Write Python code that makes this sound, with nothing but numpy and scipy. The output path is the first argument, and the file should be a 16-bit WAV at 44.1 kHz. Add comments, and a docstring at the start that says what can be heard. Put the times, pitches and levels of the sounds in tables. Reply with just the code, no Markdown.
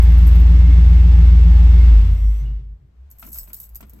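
"""Switching off an old V8

From the driver's seat we hear the engine idle: its firings make the cabin boom and the exhaust ring.
Just before 2 s it is switched off and runs down with soft chuffs, while its belts whirr and squeak.
A bunch of keys ticks faintly at first. After 3 s the ignition lock snaps, and the keys jingle
against each other as they are pulled out, with a few soft knocks."""
import sys
import numpy as np
from scipy import signal
from scipy.fft import rfft, irfft
from scipy.io import wavfile
from scipy.ndimage import uniform_filter1d, minimum_filter1d

SR = 44100
rng = np.random.default_rng(int(sys.argv[2]) if len(sys.argv) > 2 else 0)


def int16_out(signal):
    """Quantize to a 16-bit WAV file."""
    q = np.round(np.clip(np.atleast_2d(signal).T, -1, 1) * 32767)
    wavfile.write(sys.argv[1], SR, q.astype(np.int16))


N = 176400
TIME = np.arange(N) / SR
FREQS = np.fft.rfftfreq(N, 1 / SR)

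# engine speed as firings per second (t/s, rate/Hz)
FIRING_RATE = [(0, 57.6), (.4, 57.4), (.6, 58.6), (1.1, 58.5), (1.5, 57.3), (1.9, 57.4), (2.0, 49),
               (2.3, 33), (2.6, 14), (2.8, 0)]
START_FIRING = 5.35  # place in the firing order at 0 s
# the eight cylinders in firing order (level/dB, lateness/share of the gap between firings)
CYLINDERS = [(-3, .85), (-4.5, 0.684), (4, .75), (-7, 0.76), (-4, 0.41), (-4, 0.68), (-2, 0.43),
             (-2.5, .62)]
# cabin boom at the firing rate (t/s, level/dB)
BOOM_LEVEL = [(0, -7.5), (1.8, -6.5), (1.97, -6), (2.07, -15), (2.13, -12), (2.18, -20.5), (2.23, -14.5),
              (2.29, -12.5), (2.37, -20), (2.46, -22), (2.57, -23.5), (2.62, -36), (2.66, -33),
              (2.73, -33.5), (2.8, -54), (3, -81)]
# weaker tones beside the boom (vibrations per engine cycle, level/dB against the boom)
SIDE_ORDERS = [(5, -38.5), (12, -28)]
# the lope, a low tone that vibrates 11 times per engine cycle (t/s, level/dB)
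LOPE_LEVEL = [(0, -18.5), (1.7, -16.5), (1.8, -16.5), (1.98, -26.5), (2.07, -17.5), (2.13, -22.5),
              (2.19, -28), (2.28, -31.5), (2.36, -42), (2.6, -45), (2.9, -57), (3.1, -91.5)]
# tone colour of the exhaust pipe and car body, heard inside (f/Hz, level/dB)
PIPE_COLOUR = [(60, -34.5), (95, -9), (120, 2), (145, -2.5), (165, -7.5), (182, -13), (200, -21.5),
               (222, -17.5), (242, -30.5), (285, -23), (305, -25.5), (345, -17.5), (390, -27), (450, -25.5),
               (560, -35.5), (900, -55.5), (2000, -88)]
# beat of the exhaust (t/s, level/dB)
EXHAUST_LEVEL = [(0, -27), (.7, -24), (1.4, -25), (1.8, -26.5), (1.98, -31.5), (2.12, -42), (2.2, -38.5),
                 (2.35, -48.5), (2.5, -80)]
# body notes that chug (f/Hz, level/dB against EXHAUST_LEVEL, place in the cycle/0-1, length/s)
CHUG_NOTES = [(164, 6.3, .39, .092), (145, -3, .92, .075), (220, -17, .71, .06), (284, -11, .68, .095)]

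# clatter of the fan, belts and valves (t/s, level/dB)
CLATTER_LEVEL = [(0, -34), (1.5, -35), (1.85, -33.5), (2.0, -36), (2.15, -42.5), (2.3, -49), (2.45, -49.5),
                 (2.6, -59), (2.8, -82)]
# tone colour of that clatter (f/Hz, level/dB)
CLATTER_COLOUR = [(15, 0), (40, -4.5), (100, 5.5), (200, 4), (250, 0), (330, -2.5), (500, -8.5), (700, -10),
                  (1200, -11.5), (1500, -14.5), (2800, -17), (4000, -22.5), (5600, -24.5), (6700, -30.5),
                  (8000, -30), (9500, -38), (13000, -35), (16000, -38)]
# resonances of the engine bay (f/Hz, width/Hz, level/dB)
BAY_RINGS = [(2140, 110, -7), (2712, 170, -8.5), (3440, 210, -11.5)]
# hum of the engine bay (t/s, level/dB)
HUM_LEVEL = [(0, -50.5), (.22, -55.5), (.38, -55), (.8, -56), (1.0, -57), (1.2, -52), (1.3, -70),
             (1.45, -55), (1.56, -51.5), (1.72, -58.5), (1.9, -58.5), (2.15, -88)]
# tones in that hum (f/Hz, level/dB)
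HUM_TONES = [(826, 1), (1093, -10), (1701, -6), (1809, -9)]
# belt whine that comes and goes (t/s, level/dB)
WHINE_LEVEL = [(0, -51), (.42, -71.5), (.55, -55), (.7, -51.5), (.86, -66), (.98, -55), (1.08, -69),
               (1.24, -57), (1.62, -60.5), (1.84, -50.5), (2.0, -66), (2.4, -96.5)]

# faint air noise in the cabin (t/s, level/dB)
AIR_LEVEL = [(0, -64.5), (2.9, -65), (3.1, -59), (3.3, -55.5), (3.55, -56), (3.72, -58.5), (4, -55)]
# tone colour of that air (f/Hz, level/dB)
AIR_COLOUR = [(25, -5), (60, 7.5), (150, 3.5), (300, -11), (600, -10), (1200, -15), (3000, -24),
              (8000, -33), (16000, -45.5)]
# low cabin rumble, heard once the engine is still (t/s, level/dB)
RUMBLE_LEVEL = [(2.6, -72.5), (2.8, -53.5), (2.94, -51), (3.0, -40.5), (3.14, -49), (3.21, -52),
                (3.26, -44.5), (3.42, -42), (3.52, -44.5), (3.6, -56), (3.74, -40.5), (3.8, -52.5),
                (3.92, -46), (4, -48)]

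# clear strikes of key on key (t/s, level/dB)
KEY_HITS = [(.024, -27), (.047, -37), (.091, -38.5), (.124, -38), (.183, -34.5), (.269, -27), (.277, -28),
            (.317, -40), (.355, -35), (.4, -34), (3.103, -38), (3.113, -29.5), (3.186, -34), (3.196, -27),
            (3.266, -25.5), (3.33, -24.5), (3.345, -23), (3.366, -30), (3.379, -29), (3.386, -17.5),
            (3.41, -29), (3.432, -27), (3.532, -15), (3.544, -19.5), (3.601, -19), (3.64, -30),
            (3.692, -36), (3.748, -28.5), (3.756, -18), (3.764, -26.5), (3.808, -28.5), (3.896, -31),
            (3.934, -34)]
# keys sliding over each other (t/s, level/dB)
KEY_RUSTLE = [(0, -72), (.28, -49.5), (.45, -69), (.6, -87.5), (3.08, -88.5), (3.17, -62.5), (3.22, -43),
              (3.3, -43.5), (3.38, -34), (3.44, -49), (3.47, -48), (3.5, -43.5), (3.52, -59), (3.56, -41),
              (3.64, -40), (3.68, -55.5), (3.72, -62), (3.82, -60), (3.86, -62), (4, -61)]
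# notes the keys ring at (f/Hz, level/dB, t60/s); t60 is the time to fade by 60 dB
KEY_MODES = [(4400, -18, .1), (5190, -15.5, 0.13), (6300, -20.5, 0.13), (6790, -16, .13), (7700, -12, 0.16),
             (8010, -9, 0.15), (8600, -10.5, .15), (11540, 3, 0.04), (12000, 3, 0.13), (13300, -2, .07),
             (13590, -3, 0.096), (14110, 0.5, 0.098), (14700, -1.5, .12)]
# tone colour of a key's scrape (f/Hz, level/dB)
SCRAPE_COLOUR = [(500, -29), (2500, -23.5), (5000, -21), (8000, -11), (9500, -12), (11700, 1.5),
                 (13000, -1.5), (15500, 3.5), (16500, 1)]
# how freely the keys ring, most while they swing loose (t/s, level/dB against the scrape)
KEY_RING_LEVEL = [(3.28, -14), (3.335, -8), (3.4, -12), (3.52, -20.5)]

# body panels humming as the engine rocks to rest (t/s, level/dB)
PANEL_LEVEL = [(1.7, -60), (1.95, -42.5), (2.2, -59), (2.5, -49), (2.7, -60), (2.95, -66), (3.2, -81)]
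# resonances of those panels (f/Hz, width/Hz, level/dB)
PANEL_RINGS = [(172, 18, 4), (221, 21, -6.5), (270, 11, -7), (339, 5.6, 0), (388, 20, -6.5), (402, 5, -9)]
# chuffs of air in the engine's last turns (t/s, level/dB)
CHUFFS = [(2.031, -31), (2.078, -25.5), (2.199, -35), (2.27, -37), (2.4, -30), (2.469, -34), (2.576, -38.5),
          (2.625, -48), (2.69, -47.5), (2.8, -49)]
# belts rubbing as they slow (t/s, level/dB)
WHIRR_LEVEL = [(1.9, -66.5), (2.15, -58), (2.38, -56.5), (2.47, -69), (2.6, -100)]
# resonances of the rubbing belts (f/Hz, width/Hz, level/dB)
WHIRR_RINGS = [(1970, 66, -7.5), (2090, 36, 3.5), (3240, 57, -5.5), (5780, 410, -15.5), (7800, 720, -10.5),
               (13000, 720, -7)]
# thin whistle that rises as the engine slows (t/s, f/Hz, level/dB)
WHISTLE = [(1.95, 5650, -91), (2.14, 5700, -71.5), (2.29, 5770, -65), (2.34, 5820, -69), (2.42, 6060, -66),
           (2.55, 6070, -105)]
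# squeaks in the belt's last turn (t/s, level/dB)
SQUEAKS = [(2.45, -52.5), (2.497, -64), (2.565, -69)]

# notes the ignition lock rings at (f/Hz, level/dB, t60/s)
LOCK_MODES = [(649, -58, .1), (1295, -41, 0.06), (1390, -44.5, 0.062)]
# knocks of the lock and trim (t/s, clack level/dB, thump level/dB)
KNOCKS = [(3.226, -40, -50), (3.247, -53, -47), (3.274, -54, -44), (3.356, -48, -51), (3.474, -53, -53),
          (3.502, -52, -52), (3.805, -46.5, -41.5), (3.827, -47, -43), (3.928, -66, -41), (3.961, -74, -51),
          (3.989, -57, -54)]
# resonances of the clack (f/Hz, width/Hz, level/dB)
CLACK_RINGS = [(657, 71, 11), (1000, 180, 4), (1350, 170, 5.5), (2240, 1200, -4), (3500, 14000, -14)]
# resonances of the thump (f/Hz, width/Hz, level/dB)
THUMP_RINGS = [(124, 56, 5.5), (216, 40, 11.5), (300, 34, -1.5)]

# how alike noise is at the two ears (f/Hz, likeness/0-1)
EAR_LIKENESS = [(50, 0.83), (130, 1), (260, .35), (500, 0), (1000, 0), (4000, 0), (16000, 0.36)]
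# how much louder the left side is than the right (f/Hz, level/dB)
LEFT_BIAS = [(50, .4), (90, .5), (140, 1.4), (250, 3.5), (500, 2.7), (1000, 3.3), (2000, 4.8), (4500, 4.8),
             (8000, 0), (16000, 0)]
# tone colour of the microphones (f/Hz, level/dB)
MIC_COLOUR = [(18, 16), (36, 0), (8800, 0), (9400, 0), (9900, -14), (10300, -10), (10800, -11.5),
              (11400, 1), (16000, -5)]


def amp(db):
    """Turns decibels into a gain to multiply by."""
    return 10 ** (np.asarray(db) / 20)


def unit(x):
    """Scales a signal to an average strength (rms) of 1."""
    return x / np.sqrt(np.mean(x ** 2) + 1e-20)


def curve(points):
    """Joins a table's points in time with straight lines, one value per sample."""
    return np.interp(TIME, *np.transpose(points))


def across(points, hz):
    """Reads a table at the given frequencies, with octaves evenly spaced."""
    f, value = np.transpose(points)
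    return np.interp(np.log(hz + 1), np.log(f), value)


def add(mix, s, sound):
    """Mixes a sound in, starting at s seconds."""
    part = mix[..., max(round(s * SR), 0):][..., :sound.shape[-1]]
    part += sound[..., :part.shape[-1]]


def fade(t, t60, attack_s=0):
    """Dies away by 60 dB in t60 seconds, with an optional quick rise at the start."""
    rise = np.minimum(t / attack_s, 1) if attack_s else 1
    return rise * np.exp(-np.log(1000) * t / t60)


def drift(hz):
    """A smooth random wobble of strength 1; a higher hz makes it faster."""
    return unit(irfft(rfft(rng.standard_normal(N)) * np.exp(-(FREQS / hz) ** 2), N))


def rings(table):
    """A filter made of resonances: narrow bands where an object likes to vibrate."""
    return sum(amp(db) * 1j * FREQS * width / (hz ** 2 - FREQS ** 2 + 1j * FREQS * width)
               for hz, width, db in table)


def muffled(response, top_hz=458):
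    """Takes the highs out of a filter."""
    return response / (1 + (FREQS / top_hz) ** 4)


def ringing_filter(colour):
    """A filter of the given colour that rings only after it is struck (minimum phase)."""
    cepstrum = irfft(np.log(amp(across(colour, FREQS))), N)
    forward_only = np.r_[1, np.full(N // 2 - 1, 2), np.zeros(N // 2)]
    return np.exp(rfft(cepstrum * forward_only))


def noise(response):
    """Filtered stereo noise, most alike at the two ears in the bass."""
    a, b = rfft(rng.standard_normal((2, N)))
    likeness = across(EAR_LIKENESS, FREQS)
    mid, side = a * np.sqrt(1 + likeness), b * np.sqrt(1 - likeness)
    return unit(irfft(np.array([mid + side, mid - side]) * response, N))


def wavering(hz, waver=.009, rate_hz=22, flutter_db=2.5, flutter_hz=22):
    """A tone whose pitch wanders and whose level flutters separately at each ear."""
    phase = 2 * np.pi * np.cumsum(hz * (1 + waver * drift(rate_hz))) / SR
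    ears = [np.sin(phase + drift(flutter_hz) / 2) * amp(flutter_db * drift(flutter_hz))
            for _ in range(2)]
    return np.sqrt(2) * np.array(ears)


def boom():
    """Low tones follow the engine's speed; after switch-off the cabin rings on at its own pitches."""
    cycle_hz = curve(FIRING_RATE) / len(CYLINDERS)  # in one cycle every cylinder fires once
    start = START_FIRING / len(CYLINDERS)
    coasting = np.clip((TIME - 1.9) / .08, 0, 1)  # 0 while running, 1 once switched off

    def tone(order, rest_hz=0):
        hz = order * cycle_hz * (1 - coasting) + rest_hz * coasting
        return np.sqrt(2) * np.cos(2 * np.pi * (order * start + np.cumsum(hz) / SR))
    sides = sum(amp(db) * tone(order) for order, db in SIDE_ORDERS) * (1 - coasting)
    main = (tone(order=8, rest_hz=51.8) + sides) * amp(curve(BOOM_LEVEL) + .2 * drift(12))
    lope = tone(order=11, rest_hz=83.3) * amp(curve(LOPE_LEVEL) + .7 * drift(10))
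    return main + lope


def exhaust(firings, scatter_db=1.3, jitter_s=.00015):
    """Each cylinder sends out an uneven puff that rings the pipe and the body."""
    firing_samples = np.flatnonzero(np.diff(np.floor(firings)))
    puffs, rate = np.zeros(N), curve(FIRING_RATE)
    for i in firing_samples:
        db, lateness = CYLINDERS[int(firings[i + 1]) % len(CYLINDERS)]
        size, jitter = rng.standard_normal(2)
        delay_s = lateness / max(rate[i], 1) + jitter_s * jitter
        add(puffs, i / SR + delay_s, amp([db + scatter_db * size]))
    beat = irfft(rfft(puffs) * ringing_filter(PIPE_COLOUR), N)
    return beat / np.std(beat[:N // 2]) * amp(curve(EXHAUST_LEVEL) - 6)


def chug(firings, scatter_db=1.4, jitter_s=.0004):
    """The uneven firing order swells each of the body's notes once per engine cycle."""
    out, cycles = np.zeros(N), firings / len(CYLINDERS)
    for hz, db, place, length in CHUG_NOTES:
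        t = TIME[:round(length * SR)] - length / 2
        swell = np.cos(np.pi * t / length) ** 2 * np.cos(2 * np.pi * hz * t)
        peak_times = np.flatnonzero(np.diff(np.floor(cycles - place))) / SR
        for s in peak_times[peak_times > length / 2]:
            size, jitter = rng.standard_normal(2)
            add(out, s - length / 2 + jitter_s * jitter, amp(db + scatter_db * size) * swell)
    return out * amp(curve(EXHAUST_LEVEL))


def engine_bay(firings):
    """Fan and valve noise pulses twice per firing, beside a wavering hum and the belt's whine."""
    hiss = noise(amp(across(CLATTER_COLOUR, FREQS))) + amp(-15.5) * noise(rings(BAY_RINGS))
    pulse = (1 + .065 * np.cos(4 * np.pi * firings)) * amp(.5 * drift(50))
    hum = sum(amp(db) * wavering(hz) for hz, db in HUM_TONES) * amp(curve(HUM_LEVEL))
    whine = wavering(hz=2156) * amp(curve(WHINE_LEVEL))
    turning = np.minimum(curve(FIRING_RATE), 1)
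    return hiss * pulse * amp(curve(CLATTER_LEVEL)) + (hum + whine) * turning


def background(rumble_hz=58.6, wander_hz=5.5):
    """Faint air noise fills the cabin, and later its lowest note rumbles softly."""
    pitch = rumble_hz + wander_hz * drift(11)
    tone = np.sqrt(2) * np.sin(2 * np.pi * np.cumsum(pitch) / SR)
    rumble = tone * amp(curve(RUMBLE_LEVEL) + 2.1 * drift(6.1))
    air = noise(amp(across(AIR_COLOUR, FREQS))) * amp(curve(AIR_LEVEL))
    return rumble + air


def key_clink(ring_db, detune_hz=220, scatter_db=4, attack_s=.0003, size=8000):
    """Two keys touch: a sharp tick, a bright scrape and a random mix of their ringing notes."""
    t, freqs = TIME[:size], np.fft.rfftfreq(size, 1 / SR)
    hiss = unit(irfft(rfft(rng.standard_normal(size)) * amp(across(SCRAPE_COLOUR, freqs)), size))
    tick = hiss * amp(7) * fade(t, t60=.003)
    scrape = hiss * fade(t, t60=.022)
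    ring = np.zeros(size)
    for hz, db, t60 in KEY_MODES:
        strength, detune, start = rng.standard_normal(3)
        note = np.sin(2 * np.pi * ((hz + detune_hz * detune) * t + start))
        ring += amp(db + scatter_db * strength) * note * fade(t, t60)
    ring *= amp(ring_db) / np.std(ring[:size // 20])
    return (tick + scrape + ring) * np.minimum(t / attack_s, 1)


def keys(clink_kinds=16, touches_per_s=420, spread_db=3.5, left_delay_s=.00016):
    """Keys strike clearly over a shower of small touches, a little nearer the right ear."""
    strikes, shower = np.zeros(N), np.zeros(N)
    for _ in range(clink_kinds):
        touches = rng.random(N) < touches_per_s / clink_kinds / SR
        strengths = amp(spread_db * np.minimum(rng.exponential(1, N), 3))
        shower += signal.oaconvolve(touches * strengths, key_clink(ring_db=-17.5))[:N]
    for s, db in KEY_HITS:
        ring_db = np.interp(s, *np.transpose(KEY_RING_LEVEL))
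        add(strikes, s, amp(db - 6.5) * key_clink(ring_db))
    bunch = strikes + unit(shower) * amp(curve(KEY_RUSTLE))
    return np.array([np.roll(bunch, round(left_delay_s * SR)), bunch])


def cabin_echoes(sound, echo_db=-3.5, size=8000):
    """Adds short, dense echoes from the glass and dashboard."""
    tail = rng.standard_normal((2, size)) * fade(TIME[:size], t60=.053, attack_s=.003)
    tail /= np.linalg.norm(tail[0])
    return sound + amp(echo_db) * signal.oaconvolve(sound, tail, axes=1)[:, :N]


def run_down(chuff_hz=127.7, chuff_s=.097, sag=.16):
    """With no spark, each push of air only swells the pipe's low, sagging note; the panels hum along."""
    chuffs = np.zeros(N)
    progress = np.linspace(0, 1, round(chuff_s * SR))
    pitch = chuff_hz * (1 + sag * (.5 - progress))
    swell = np.sin(np.pi * progress ** .71) ** 2
    for s, db in CHUFFS:
        turns = rng.random() + np.cumsum(pitch) / SR
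        add(chuffs, s, amp(db) * swell * np.sin(2 * np.pi * turns))
    chuffs *= amp(2 * drift(45))
    panels = noise(muffled(rings(PANEL_RINGS))) * amp(curve(PANEL_LEVEL))
    return chuffs + panels


def belts(squeak_hz=2890):
    """The slowing belts rub with a whirr, whistle and finally squeak."""
    times, hz, db = np.transpose(WHISTLE)
    whistle = wavering(np.interp(TIME, times, hz), waver=.03, rate_hz=450)
    whistle *= amp(np.interp(TIME, times, db))
    slips, t = np.zeros(N), TIME[:SR // 2]
    for s, slip_db in SQUEAKS:
        add(slips, s, amp(slip_db) * fade(t, t60=.18, attack_s=.01))
    squeak = slips * np.sin(2 * np.pi * np.cumsum(squeak_hz + 14 * drift(110)) / SR)
    whirr = noise(rings(WHIRR_RINGS)) * amp(curve(WHIRR_LEVEL))
    return whirr + whistle + squeak


def lock(snap_s=3.226):
    """The lock snaps as the key is turned back, and its barrel gives a hollow ring."""
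    out, t = np.zeros(N), TIME[:SR // 2]
    for hz, db, t60 in LOCK_MODES:
        add(out, snap_s, amp(db) * np.sin(2 * np.pi * hz * t) * fade(t, t60, attack_s=.0015))
    return out


def knocks():
    """Each knock on the lock or trim is a short clack with a slower, duller thump."""
    clack, thump, t = np.zeros(N), np.zeros(N), TIME[:SR // 2]
    for s, clack_db, thump_db in KNOCKS:
        add(clack, s, amp(clack_db) * fade(t, t60=.087, attack_s=.00062))
        add(thump, s, amp(thump_db) * fade(t, t60=.17, attack_s=.012))
    clack_colour = sum(amp(db) * abs(rings([(hz, width, 0)])) ** 2 for hz, width, db in CLACK_RINGS)
    return clack * noise(clack_colour) + thump * noise(muffled(rings(THUMP_RINGS)))


def scene():
    """The engine, keys and knocks together inside the car."""
    firings = START_FIRING + np.cumsum(curve(FIRING_RATE)) / SR  # running count
    engine = boom() + exhaust(firings) + chug(firings) + run_down() + engine_bay(firings) + belts()
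    return engine + cabin_echoes(keys()) + lock() + knocks() + background()


def record(dry, ceiling=.9, limiter_samples=1500, top_hz=15950):
    """Microphones lift the deep bass, notch the treble and favour the left; loud peaks are eased down."""
    colour = amp(across(MIC_COLOUR, FREQS) + np.array([[.5], [-.5]]) * across(LEFT_BIAS, FREQS))
    mic_filter = np.roll(irfft(colour, N), 1024, axis=1)[:, :2049] * np.hanning(2049)
    heard = signal.oaconvolve(dry, mic_filter, "same", axes=1)
    safe_gain = np.minimum(ceiling / (abs(heard).max(0) + 1e-9), 1)
    heard *= uniform_filter1d(minimum_filter1d(safe_gain, limiter_samples), limiter_samples)
    treble_cut = signal.firwin(511, top_hz, window=("kaiser", 9), fs=SR)
    return signal.oaconvolve(heard, treble_cut[None], "same")


dry = scene()
out = record(dry)
int16_out(out)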